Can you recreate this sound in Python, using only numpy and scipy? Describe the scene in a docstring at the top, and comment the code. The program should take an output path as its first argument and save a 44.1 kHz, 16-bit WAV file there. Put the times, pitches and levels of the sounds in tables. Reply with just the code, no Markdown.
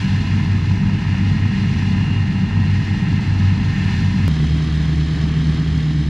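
"""A six-cylinder tractor drives disc mowers across a meadow, heard first from the side, then,
after a hard cut, from behind at lower revs. One crank speed per view drives exhaust tones, the hum of
front and rear mowers beating against the firing tone, and diesel knock; from the side also gear whine.
Under them lie shaped noises: exhaust rumble, rattling machinery and the swish of knives in the grass.
Two thin turbocharger whistles, gliding sines, sound in the side view."""
import sys
import numpy as np
from scipy import signal
from scipy.fft import rfft, irfft
from scipy.io import wavfile

SR = 44100
rng = np.random.default_rng(int(sys.argv[2]) if len(sys.argv) > 2 else 0)


def dump(signal):
    """Clip the signal to [-1, 1] and save it as 16-bit WAV at the path in sys.argv[1]."""
    limited = np.clip(np.atleast_2d(signal).T, -1, 1)
    pcm = np.round(limited * 32767).astype(np.int16)
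    wavfile.write(sys.argv[1], SR, pcm)


N = 268569
TIME, FREQS = np.arange(N) / SR, np.fft.rfftfreq(N, 1 / SR)


def amp(db):
    """Decibels to gain."""
    return 10 ** (np.asarray(db) / 20)


def unit(x):
    """Scales to rms 1."""
    return x / np.sqrt(np.mean(x ** 2) + 1e-20)


def follow(rows):
    """One curve over time for each column after start_s, linear between rows."""
    start_s, *columns = np.transpose(rows)
    return [np.interp(TIME, start_s, column) for column in columns]


def spectrum(points):
    """Gain at every frequency from (freq_hz, level_db) points, on a log frequency axis."""
    freq_hz, level_db = np.transpose(points)
    return amp(np.interp(np.log(FREQS + 1), np.log(freq_hz + 1), level_db))


def shaped(x, gain):
    """Filters x by a gain for every frequency."""
    return irfft(rfft(x) * gain, N)


def wander(rate_hz):
    """Slow random drift of rms 1: noise under a Gaussian low-pass."""
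    lowpass = np.exp(-.5 * (FREQS / rate_hz) ** 2)
    return unit(shaped(rng.standard_normal(N), lowpass))


def tone(turns, level_db):
    """A sine of the given rms level, one period per turn."""
    return np.sqrt(2) * amp(level_db) * np.cos(2 * np.pi * turns)


REAR_MOWER_RATIO, FRONT_MOWER_RATIO = 1.584, 1.479  # disc turns per crank turn


def shaft_turns(speed, throb_s):
    """Turns of the crank and of the rear and front mower discs, which are geared to it."""
    turns = np.cumsum(follow(speed)[0]) / SR
    rear_at, front_at = np.interp(throb_s, TIME, turns)
    rear = REAR_MOWER_RATIO * (turns - rear_at)
    # 3 firings against 2 knives: the offset puts the front hum in phase with the firing tone at front_at
    front = FRONT_MOWER_RATIO * (turns - front_at) + 3 / 2 * (front_at - rear_at)
    return turns - rear_at, rear, front


def drone(turns, levels_db, waver_db):
    """The firing tone and its octave: six cylinders fire three times a crank turn."""
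    firings = 3 * turns
    return sum(tone(k * firings, db + waver_db * wander(3.7)) for k, db in enumerate(levels_db, start=1))


def shaft_tones(turns, orders, waver_db, jitter_turns, any_angle):
    """Tones locked to a shaft; uneven load makes each waver in level and shakes the shaft a little."""
    turns = turns + jitter_turns * wander(4.1)
    total = 0
    for order, level_db in orders:
        angle = any_angle * rng.random()
        total = total + tone(order * turns + angle, level_db + waver_db * wander(6.0))
    return total


# strength of each cylinder's knock, in firing order: level_db
CYLINDERS_DB = [-3, -23, -12.5, -6, -13.5, -14.5]


def knock_pulses(turns, depth, decay):
    """Each firing is a burst decaying over its share of the cycle; decay is in firing intervals."""
    firings = 3 * turns
    cylinder = np.floor(firings).astype(int) % len(CYLINDERS_DB)
    strength = amp(CYLINDERS_DB)[cylinder]
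    return 1 + depth * strength * np.exp(-(firings % 1) / decay)


def cycle_noise(turns, repeat):
    """Noise of which a power share, repeat, recurs with every engine cycle of two turns."""
    samples_per_cycle = int(2 * N / (turns[-1] - turns[0]))
    cycle = rng.standard_normal(samples_per_cycle)
    position = (turns / 2 % 1 * samples_per_cycle).astype(int) % samples_per_cycle
    repeat = np.clip(repeat, 0, 1)
    return np.sqrt(repeat) * cycle[position] + np.sqrt(1 - repeat) * rng.standard_normal(N)


# slow chance swell on bumpy ground: rumble_db, knock_db, rattle_db, swish_db (rms)
UNEVEN_DB = (1.0, 0.82, 0.54, 0.33)
UNEVEN_HZ = 4.4


def machine_noise(turns, levels_db, colour, notches, knock, rattle, swish, repeat, flutter_db):
    """Exhaust rumble, diesel knock, rattling metal and knives in grass, each in its own register."""
    notch_db = sum(db * np.exp(-.5 * ((FREQS - hz) / width) ** 2) for hz, width, db in notches)
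    gain = spectrum(colour) * amp(notch_db)

    disc_turns = REAR_MOWER_RATIO * turns
    knives = np.cos(2 * np.pi * disc_turns) + np.cos(4 * np.pi * disc_turns)
    drives = [
        rng.standard_normal(N),
        cycle_noise(turns, repeat) * knock_pulses(turns, knock, decay=0.6),
        cycle_noise(turns, repeat / 2) * knock_pulses(turns, rattle, decay=0.29) * amp(flutter_db * wander(25)),
        rng.standard_normal(N) * (1 + swish * knives) * amp(flutter_db * wander(25))]

    # power crossovers between the four registers
    below = [1 / (1 + (FREQS / hz) ** 24) for hz in (480, 1400, 3100)]
    edges = [0 * FREQS, *below, np.ones(len(FREQS))]
    registers = np.sqrt(np.abs(np.diff(edges, axis=0)))

    total = 0
    for drive, register, level_db, uneven_db in zip(drives, registers, levels_db, UNEVEN_DB):
        layer = unit(shaped(drive, gain * register))
        total = total + amp(level_db + uneven_db * wander(UNEVEN_HZ)) * layer
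    return total


# whine at twice the tooth rate: start_s, level_db
WHINE = [(0, -51), (.65, -55), (1.1, -44.5), (1.55, -39), (2.0, -50), (2.9, -38.5), (3.25, -51),
         (3.55, -43.5), (3.97, -40), (4.28, -58)]
# whine at three times the tooth rate: start_s, level_db
WHINE_OVERTONE = [(0, -44.5), (.75, -58), (2.2, -44.5), (3.1, -49.5), (4.28, -55)]
GEAR_TEETH, WHINE_WAVER_DB = 29, 1.8


def gear_whine(turns):
    """Overtones of a meshing crank gear, slightly blurred by play between the teeth."""
    mesh = GEAR_TEETH * turns + .012 * wander(14)
    levels_db = follow(WHINE) + follow(WHINE_OVERTONE)
    return sum(tone(k * mesh, db + WHINE_WAVER_DB * wander(2.5)) for k, db in enumerate(levels_db, start=2))


def turbo(start_s, length_s, pitch_hz, glide_hz_per_s, peak_db):
    """A thin turbocharger whistle of unsteady pitch that swells and fades over a half sine."""
    since_s = TIME - start_s
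    pitch = pitch_hz + glide_hz_per_s * since_s + 7 * wander(30)
    swell = np.sin(np.pi * np.clip(since_s / length_s, 0, 1))
    return swell * tone(np.cumsum(pitch) / SR, peak_db)


# crank speed, sagging under load: start_s, crank_turns_per_s
SIDE_SPEED = [(0, 32.17), (.65, 32.07), (1.4, 32.33), (2.2, 32.24), (3.15, 32.11), (3.8, 31.48),
              (4.28, 31.3)]
# weaker exhaust tones, halves from unequal cylinders: crank_order, level_db
SIDE_EXHAUST = [(2, -55), (2.5, -42), (3.5, -33.5), (4, -29), (4.5, -38), (5, -32.5), (5.5, -48),
                (7, -41.5), (9, -46), (12, -47), (21, -56), (25, -52.5), (28, -60.5), (31, -50)]
# rear mower hum, two knives a disc: disc_order, level_db
SIDE_DISCS = [(1, -33.5), (2, -26), (3, -28), (4, -38), (6, -41), (8, -58)]
# front mower hum: disc_order, level_db
SIDE_FRONT_DISCS = [(1, -53), (2, -30.5), (3, -40), (4, -29.5), (6, -52)]
# thickness of the grass at the knives: start_s, swish_db
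SIDE_CROP = [(0, 3), (.85, -1.5), (1.85, 1.2), (2.3, -2.5), (2.8, 0.3), (3.7, 0.4), (3.92, 4.5),
             (4.12, 1.6)]
# share of the crop's swell: rumble, knock, rattle, swish (ratios)
CROP_SHARE = (.05, .15, .55, 1.0)
# noise colour, relative within each register: freq_hz, level_db
SIDE_COLOUR = [(20, -67.5), (40, -59.5), (70, -52), (130, -50), (200, -46), (280, -60), (360, -73),
               (700, -63), (1800, -59), (3000, -65), (5000, -79.5), (7000, -89), (9500, -101.6),
               (15500, -117.8)]
# direct sound cancelled by reflections from ground and bodywork, plus a narrow dip near 1.9 kHz: freq_hz,
# width_hz, gain_db
SIDE_NOTCHES = [(602, 103, -8), (1165, 59, -12), (1456, 123, -8.5), (1940, 31, -11.5), (2296, 94, -5.5),
                (3125, 103, -12), (3473, 117, -8.5), (3833, 103, -9.5), (4520, 65, -14.5), (5260, 76, -10),
                (6250, 76, -7), (6970, 80, -9.5), (7830, 120, -6), (8640, 200, -5)]
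# turbocharger whistles: start_s, length_s, pitch_hz (at start), glide_hz_per_s, peak_db
TURBO = [(-.2, 1.1, 10630, 20, -73.5), (3.7, .5, 10080, -420, -72.5)]
SIDE_THROB_S = (2.01, 1.965)  # rear, front mower hum in phase with the firing tone
SIDE_DRONE_DB = (-21.5, -31)  # firing tone, octave
SIDE_NOISE_DB = (-22, -40.5, -36, -41.5)  # rumble, knock, rattle, swish before the crop's swell


def from_side():
    """High revs: the firing tone beats quickly against the rear mower and slowly against the front one."""
    turns, rear, front = shaft_turns(SIDE_SPEED, SIDE_THROB_S)
    firing = drone(turns, SIDE_DRONE_DB, waver_db=1.8)
    exhaust = shaft_tones(turns, SIDE_EXHAUST, waver_db=1.5, jitter_turns=0.0034, any_angle=True)
    rear_hum = shaft_tones(rear, SIDE_DISCS, waver_db=-0.5, jitter_turns=0.0057, any_angle=False)
    front_hum = shaft_tones(front, SIDE_FRONT_DISCS, waver_db=3.3, jitter_turns=0.0019, any_angle=False)
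    crop_db = follow(SIDE_CROP)[0]
    levels_db = [db + share * crop_db for db, share in zip(SIDE_NOISE_DB, CROP_SHARE)]
    noise = machine_noise(turns, levels_db, SIDE_COLOUR, SIDE_NOTCHES,
                          knock=2.6, rattle=.15, swish=.015, repeat=0.18, flutter_db=0.68)
    whistles = sum(turbo(*row) for row in TURBO)
    return firing + exhaust + rear_hum + front_hum + noise + gear_whine(turns) + whistles


# crank speed: start_s, crank_turns_per_s
REAR_SPEED = [(4.28, 24.52), (4.85, 24.54), (5.2, 24.72), (5.7, 24.52), (6.09, 23.98)]
# weaker exhaust tones: crank_order, level_db
REAR_EXHAUST = [(1.5, -47.5), (4, -52.5), (4.5, -37.5), (5.5, -49.5), (9, -46), (12, -50)]
# rear mower hum: disc_order, level_db
REAR_DISCS = [(2, -35), (4, -19.5), (5, -40.5), (6, -40), (8, -39.5), (10, -47), (16, -58.5)]
# front mower hum: disc_order, level_db
REAR_FRONT_DISCS = [(2, -44), (4, -32)]
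# fade while driving away: rumble, knock, rattle, swish (dB per s)
RECEDE_DB_PER_S = (0.24, 1.1, .5, 1.25)
# rise with the revs: rumble, knock, rattle, swish (dB per crank turn a second)
REVS_DB = (2.9, 2.5, 5.4, 1.1)
# noise colour, relative within each register: freq_hz, level_db
REAR_COLOUR = [(20, -90.5), (40, -52), (70, -58), (130, -45.5), (200, -49.5), (280, -52), (360, -64.5),
               (700, -69), (1800, -66.5), (3000, -69.5), (5000, -77.5), (7000, -85.5), (9500, -100.9),
               (15500, -116.6)]
# reflections cancelling or reinforcing the direct sound: freq_hz, width_hz, gain_db
REAR_NOTCHES = [(571, 40.5, -13.5), (930, 110, -3.5), (1404, 130, -6.5), (1830, 170, -0.5), (2560, 300, -5),
                (3240, 63, 2), (3480, 60, -8), (4750, 88, -10), (5130, 65, 3.5), (5570, 150, -9.5),
                (6440, 90, -17.5), (7380, 190, -8.5), (8100, 97, -9)]
REAR_THROB_S = (5.01, 4.55)  # rear, front mower hum in phase with the firing tone
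REAR_DRONE_DB = (-23, -34)  # firing tone, octave
REAR_NOISE_DB = (-24.5, -41.5, -38.5, -39.5)  # rumble, knock, rattle, swish at the cut
CUT_S = 4.2802


def from_behind():
    """Low revs, driving away: the rear mower's hum leads and the knives chop the hiss."""
    turns, rear, front = shaft_turns(REAR_SPEED, REAR_THROB_S)
    firing = drone(turns, REAR_DRONE_DB, waver_db=1.7)
    exhaust = shaft_tones(turns, REAR_EXHAUST, waver_db=-3.0, jitter_turns=0.0036, any_angle=True)
    rear_hum = shaft_tones(rear, REAR_DISCS, waver_db=.6, jitter_turns=.003, any_angle=False)
    front_hum = shaft_tones(front, REAR_FRONT_DISCS, waver_db=-0.3, jitter_turns=.003, any_angle=False)
    speed = follow(REAR_SPEED)[0]
    levels_db = [db - fade * (TIME - CUT_S) + revs_db * (speed - speed[0])
                 for db, fade, revs_db in zip(REAR_NOISE_DB, RECEDE_DB_PER_S, REVS_DB)]
    noise = machine_noise(turns, levels_db, REAR_COLOUR, REAR_NOTCHES,
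                          knock=1.7, rattle=0.49, swish=0.13, repeat=0.17, flutter_db=.5)
    return firing + exhaust + rear_hum + front_hum + noise


def splice(first, second, click_db, click_s):
    """An abrupt edit from one view to the next, with a small decaying click at the joint."""
    since_s = TIME - CUT_S
    over = np.clip(since_s / click_s + .5, 0, 1)
    click = amp(click_db) * (since_s >= 0) * np.exp(-np.abs(since_s) / click_s)
    return (1 - over) * first + over * second - click


# sound scattered back from the sides: freq_hz, level_db (against the direct sound)
WIDTH = [(60, -38.5), (110, -31.5), (200, -25), (380, -12.5), (700, -14.5), (1290, -21.5), (2380, -21),
         (4400, -15), (8120, -7.5), (15000, -24)]


def scene():
    """The tractor straight ahead; faint scatter, added left and subtracted right, gives a little width."""
    direct = splice(from_side(), from_behind(), click_db=-11.0, click_s=0.0013)
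    echo_samples = SR // 12
    echoes = rng.standard_normal(echo_samples) * np.linspace(1, 0, echo_samples)
    echo_phase = np.exp(1j * np.angle(rfft(echoes, N)))  # only the phase of the echoes is used
    side = shaped(direct, spectrum(WIDTH) * echo_phase)
    return np.array([direct + side, direct - side]) * amp([[-.1], [.1]])


EDGE_HZ = 15600


def record(dry):
    """Limits the band with a linear-phase low-pass, after 3 ms fades at both ends."""
    ends = np.clip(np.minimum(TIME, TIME[-1] - TIME) / .003, 0, 1)
    lowpass = signal.firwin(511, EDGE_HZ, window=("kaiser", 9), fs=SR)
    return signal.oaconvolve(dry * ends, lowpass[None], "same")


dry = scene()
out = record(dry)
dump(out)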